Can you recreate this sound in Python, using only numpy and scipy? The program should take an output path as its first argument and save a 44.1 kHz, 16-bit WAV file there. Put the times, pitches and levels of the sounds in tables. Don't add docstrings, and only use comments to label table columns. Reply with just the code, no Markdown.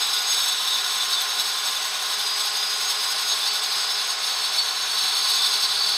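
import sys
import numpy as np
from scipy import signal
from scipy.fft import rfft, irfft, next_fast_len
from scipy.io import wavfile

SR = 44100
rng = np.random.default_rng(int(sys.argv[2]) if len(sys.argv) > 2 else 0)


def wav_out(sig):
    wavfile.write(sys.argv[1], SR, np.round(np.clip(np.atleast_2d(sig).T, -1, 1) * 32767).astype(np.int16))


N = 263271
TIME_S = np.arange(N) / SR
GEAR_RATIO = 19 / 37


def from_db(db):
    return 10 ** (np.asarray(db) / 20)


def rms_one(x):
    return x / np.sqrt(np.mean(x ** 2) + 1e-20)


def white_noise():
    return rng.standard_normal(N)


def in_time(rows):
    row_s, *columns = np.transpose(rows)
    return [np.interp(TIME_S, row_s, column) for column in columns]


def drift(corner_hz):
    step, settle = 40, 2000
    pole = np.exp(-2 * np.pi * corner_hz * step / SR)
    noise = rng.standard_normal(N // step + settle + 2)
    slow = signal.lfilter([1], [1, -2 * pole, pole ** 2], noise)[settle:]
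    return np.interp(np.arange(N) / step, np.arange(len(slow)), rms_one(slow))


def swell(centre_s, spread_s):
    first = max(int((centre_s - 5 * spread_s) * SR), 0)
    near = slice(first, int((centre_s + 5 * spread_s) * SR))
    return near, np.exp(-0.5 * ((TIME_S[near] - centre_s) / spread_s) ** 2)


def resonate(x, centre_hz, width_hz):
    pole = np.exp(-np.pi * width_hz / SR)
    numerator = [1 - pole, 0, pole - 1]
    denominator = [1, -2 * pole * np.cos(2 * np.pi * centre_hz / SR), pole ** 2]
    section = numerator + denominator
    return rms_one(signal.sosfilt([section, section], x))


def resonant_noise(resonances):
    return sum(from_db(level_db) * resonate(white_noise(), centre_hz, width_hz)
               for centre_hz, width_hz, level_db in resonances)


def colour(x, spectrum):
    size = next_fast_len(N)
    point_hz, point_db = np.transpose(spectrum)
    bin_hz = np.maximum(np.arange(size // 2 + 1) * SR / size, 1)
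    density_db = np.interp(np.log(bin_hz), np.log(point_hz), point_db)
    gain = from_db(density_db) * np.sqrt(SR / 2)
    return irfft(rfft(x, size) * gain, size)[:N]


def tone(turns, rms_db):
    return np.sqrt(2) * from_db(rms_db) * np.sin(2 * np.pi * (turns + rng.random()))


def mains_hum():
    return tone(200 * TIME_S, rms_db=-74.5)


# frequency in Hz, density in dB per Hz.
AIR_SPECTRUM = [(20, -94), (100, -97), (300, -85), (520, -76.5), (900, -78), (1900, -69), (3000, -68),
                (6000, -72), (15600, -106.5)]


def cooling_air():
    return colour(white_noise(), AIR_SPECTRUM)


# centre in Hz, width in Hz, rms level before force in dB.
HOUSING_RESONANCES = [(425, 43, -60.5), (633.6, 20, -57.5), (752, 87, -47), (817, 160, -48.5),
                      (983, 146, -44.5), (1068.4, 106, -44), (1151, 57, -47.5), (1264, 90, -47),
                      (1383, 61, -47.5), (1473, 68, -44), (1610, 130, -48), (1663, 58, -55.5)]
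# centre in Hz, width in Hz, rms level before force in dB.
DRONE_RESONANCES = [(43, 14, -71), (203, 56, -70)]


def housing_and_drone(low_db):
    housing = from_db(0.25 * low_db) * resonant_noise(HOUSING_RESONANCES)
    drone = from_db(low_db) * resonant_noise(DRONE_RESONANCES)
    return housing + drone


# time in seconds, shaft speed in turns per second.
SHAFT_SPEED = [(0.0, 412.6), (0.33, 410.5), (0.62, 407.3), (1.6, 408.0), (2.9, 412.1), (3.85, 412.3),
               (4.25, 414.0), (5.02, 414.6), (5.38, 410.2), (5.97, 411.0)]


def motor_speed():
    speed_hz, = in_time(SHAFT_SPEED)
    return speed_hz, np.cumsum(speed_hz) / SR


# time in seconds, rms level in dB.
WHINE_LEVEL = [(0.0, -33.5), (0.33, -33), (0.45, -41.5), (1.5, -38.5), (1.95, -41.5), (2.3, -31.5),
               (2.8, -33), (4.1, -33.5), (4.7, -45.5), (5.35, -33), (5.97, -33)]
# multiple of shaft speed, rms level in dB.
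SHAFT_TONES = [(1, -57), (2, -52), (11, -63), (13, -50), (24, -60)]
# multiple of spindle speed, rms level in dB.
SPINDLE_TONES = [(1, -68.5), (2, -60.5), (3, -59.5), (6, -51), (8, -50), (14, -55), (15, -49.5)]
SLOTS = 12
BEARING_ORDERS = (2.575, 3.54)
BEARING_DB, BEARING_DB_PER_SAG_HZ = -44.5, 0.8


def motor(speed_hz, turns, slip_turns, flutter_db, second_bearing_db, shaft_share):
    whine_db, = in_time(WHINE_LEVEL)
    slot_turns = SLOTS * turns + 0.018 * drift(25)
    out = tone(slot_turns, whine_db + flutter_db * drift(4.7))
    swell_db = shaft_share * (whine_db - whine_db.mean())
    for order, level_db in SHAFT_TONES:
        out += tone(order * turns, level_db + swell_db + 1.2 * drift(7.0))
    for order, level_db in SPINDLE_TONES:
        out += tone(order * GEAR_RATIO * turns, level_db + 1.6 * drift(4.3))
    bearing_db = BEARING_DB + BEARING_DB_PER_SAG_HZ * (speed_hz.mean() - speed_hz)
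    for order, level_db in zip(BEARING_ORDERS, (bearing_db, second_bearing_db)):
        out += tone(order * turns + slip_turns * drift(1.95), level_db + 1.5 * drift(17))
    return out


# time in seconds, force on low blade modes in dB, on high modes in dB.
FEED_PRESSURE = [(0.0, 1.5, 1), (0.4, 1, 1.5), (1.2, -0.7, 0), (1.7, -2.5, -0.7), (2.9, -1.9, 0.2),
                 (3.6, -1.2, -0.9), (4.7, 0, -1), (5.3, 3.5, 1.2), (5.97, 1.5, -1.3)]
# centre in seconds, rise of low modes in dB, rise of high modes in dB.
RIM_SNAGS = [(.338, 3, 3), (.397, 4.5, 1.5), (.485, 2.5, 2), (1.132, 5, 1), (1.408, 4, 4), (1.692, 4, 2),
             (2.41, 2, 1.5), (2.898, 3, 4.5), (3.322, 8.5, 1.5), (3.481, 3, 2), (4.261, -1, 1.5),
             (4.587, 3, 4), (5.295, 2.5, 4.5), (5.424, 3, 1), (5.644, 4, 2)]
# centre in seconds, dip in dB.
RIM_LULLS = [(.22, -2), (.56, -2), (.83, -2.5), (2.76, -1.5), (4.18, -6), (4.73, -3), (4.85, -2.5)]
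BITES_PER_S, FIRST_BITE_S = 11.11, 0.048
BITE_DB, BITE_UNEVENNESS = 0.9, 0.55


def contact(snag_s, lull_s, lull_low_share, judder_db, judder_hz):
    low_db, high_db = in_time(FEED_PRESSURE)
    for centre_s, low_rise_db, high_rise_db in RIM_SNAGS:
        near, bump = swell(centre_s, snag_s)
        low_db[near] += low_rise_db * bump
        high_db[near] += high_rise_db * bump
    for centre_s, dip_db in RIM_LULLS:
        near, bump = swell(centre_s, lull_s)
        low_db[near] += lull_low_share * dip_db * bump
        high_db[near] += dip_db * bump
    bite_swing_db = BITE_DB * (1 + BITE_UNEVENNESS * drift(5.1))
    bites_db = bite_swing_db * np.cos(2 * np.pi * BITES_PER_S * (TIME_S - FIRST_BITE_S))
    common_db = bites_db + judder_db * drift(judder_hz)
    return low_db + common_db, high_db + common_db


def grit(spindle_turns, runout_db, clump_db, size_db):
    grain_db = size_db * np.minimum(rng.exponential(1, N), 6)
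    runout = runout_db * np.sin(2 * np.pi * spindle_turns)
    return rms_one(from_db(grain_db + clump_db * drift(270) + runout))


# frequency in Hz, density in dB per Hz.
SPRAY_SPECTRUM = [(1000, -96.5), (3100, -69.5), (4100, -66.5), (4750, -82.5), (6300, -70.5), (7200, -82.5),
                  (8500, -74), (9700, -82.5), (11600, -79.5), (12800, -82), (13800, -86), (15600, -91)]


def spray(impacts, low_db, high_db):
    hiss = colour(impacts * white_noise(), SPRAY_SPECTRUM)
    return from_db(0.23 * low_db + 0.99 * high_db) * hiss


# centre in Hz, width in Hz, rms level before force and ring gain in dB,
# change from start to end of the cut in dB.
BLADE_MODES = [(3355, 103, -43, -2), (3465, 60, -45, 0), (3549, 72, -35, -3), (3763, 42, -42, -10),
               (3815, 45, -45, -4), (3885, 85, -37, -3), (3985, 100, -37, 0), (4075, 110, -41, 8),
               (4265, 309, -41, 2), (4445, 100, -35, 6), (4515, 105, -38, 5), (5287, 138, -37, 0),
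               (5361, 70, -40, -1), (6286, 75, -45, -1), (6540, 62, -39, -1), (7975, 55, -43, -5),
               (8203, 104, -45, 2), (8416, 188, -49, 0), (8896, 123, -57, 10), (9080, 102, -48, 6),
               (9532, 98, -55, 8), (9884, 119, -53, -4), (10330, 149, -52, 0), (10495, 206, -51, 4),
               (10984, 207, -52, -3), (11160, 130, -49, 1), (12361, 160, -52, -2), (13005, 90, -48, -3),
               (14400, 550, -55, 0), (15318, 129, -62, 2)]
# centre in seconds, frequency in Hz (moved to the nearest blade mode),
# rms level at the peak in dB.
RIM_SQUEALS = [(.30, 6540, -31), (.33, 7975, -36), (.48, 3549, -30), (.72, 3720, -25.5), (.77, 3549, -29.5),
               (1.0, 3549, -30), (1.2, 3549, -27), (1.69, 6540, -34.5), (2.40, 7975, -35),
               (2.88, 6540, -33.5), (3.31, 6540, -32), (3.32, 3763, -30), (3.5, 4530, -29.5),
               (3.92, 5280, -32), (4.6, 4440, -26.5), (5.42, 3549, -25), (5.83, 4550, -28)]


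def squeals(swell_s, waver_turns):
    out = np.zeros(N)
    modes_hz = np.array(BLADE_MODES)[:, 0]
    for centre_s, target_hz, peak_db in RIM_SQUEALS:
        near, bump = swell(centre_s, swell_s)
        mode_hz = modes_hz[np.argmin(np.abs(modes_hz - target_hz))]
        turns = mode_hz * TIME_S[near] + waver_turns * drift(8.6)[near]
        out[near] += bump * tone(turns, peak_db)
    return out


def blade(impacts, low_db, high_db, flicker_db, ring_db, top_response):
    out = np.zeros(N)
    advance = TIME_S / TIME_S[-1] - 0.5
    for centre_hz, width_hz, level_db, change_db in BLADE_MODES:
        high_share = np.interp(centre_hz, [4500, 8000], [0, 1])
        response = np.interp(centre_hz, [8000, 12000], [1, top_response])
        force_db = (1 - high_share) * low_db + high_share * response * high_db
        mode_db = level_db + force_db + flicker_db * drift(8.9) + change_db * advance
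        out += from_db(mode_db) * resonate(impacts * white_noise(), centre_hz, width_hz)
    return from_db(ring_db) * out


def scene():
    speed_hz, turns = motor_speed()
    low_db, high_db = contact(snag_s=0.012, lull_s=0.022, lull_low_share=1.0, judder_db=0.85, judder_hz=30)
    impacts = grit(GEAR_RATIO * turns, runout_db=1.5, clump_db=0.34, size_db=3.0)
    out = mains_hum() + cooling_air() + housing_and_drone(low_db)
    out += motor(speed_hz, turns, slip_turns=0.14, flutter_db=1.65, second_bearing_db=-47.5, shaft_share=0.63)
    out += spray(impacts, low_db, high_db)
    out += squeals(swell_s=0.034, waver_turns=0.1)
    out += blade(impacts, low_db, high_db, flicker_db=0.65, ring_db=0.16, top_response=1.7)
    return out[None]


def record(dry):
    lowpass = signal.ellip(12, 0.1, 90, 15650, fs=SR, output="sos")
    return signal.sosfilt(lowpass, dry)


dry = scene()
out = record(dry)
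wav_out(out)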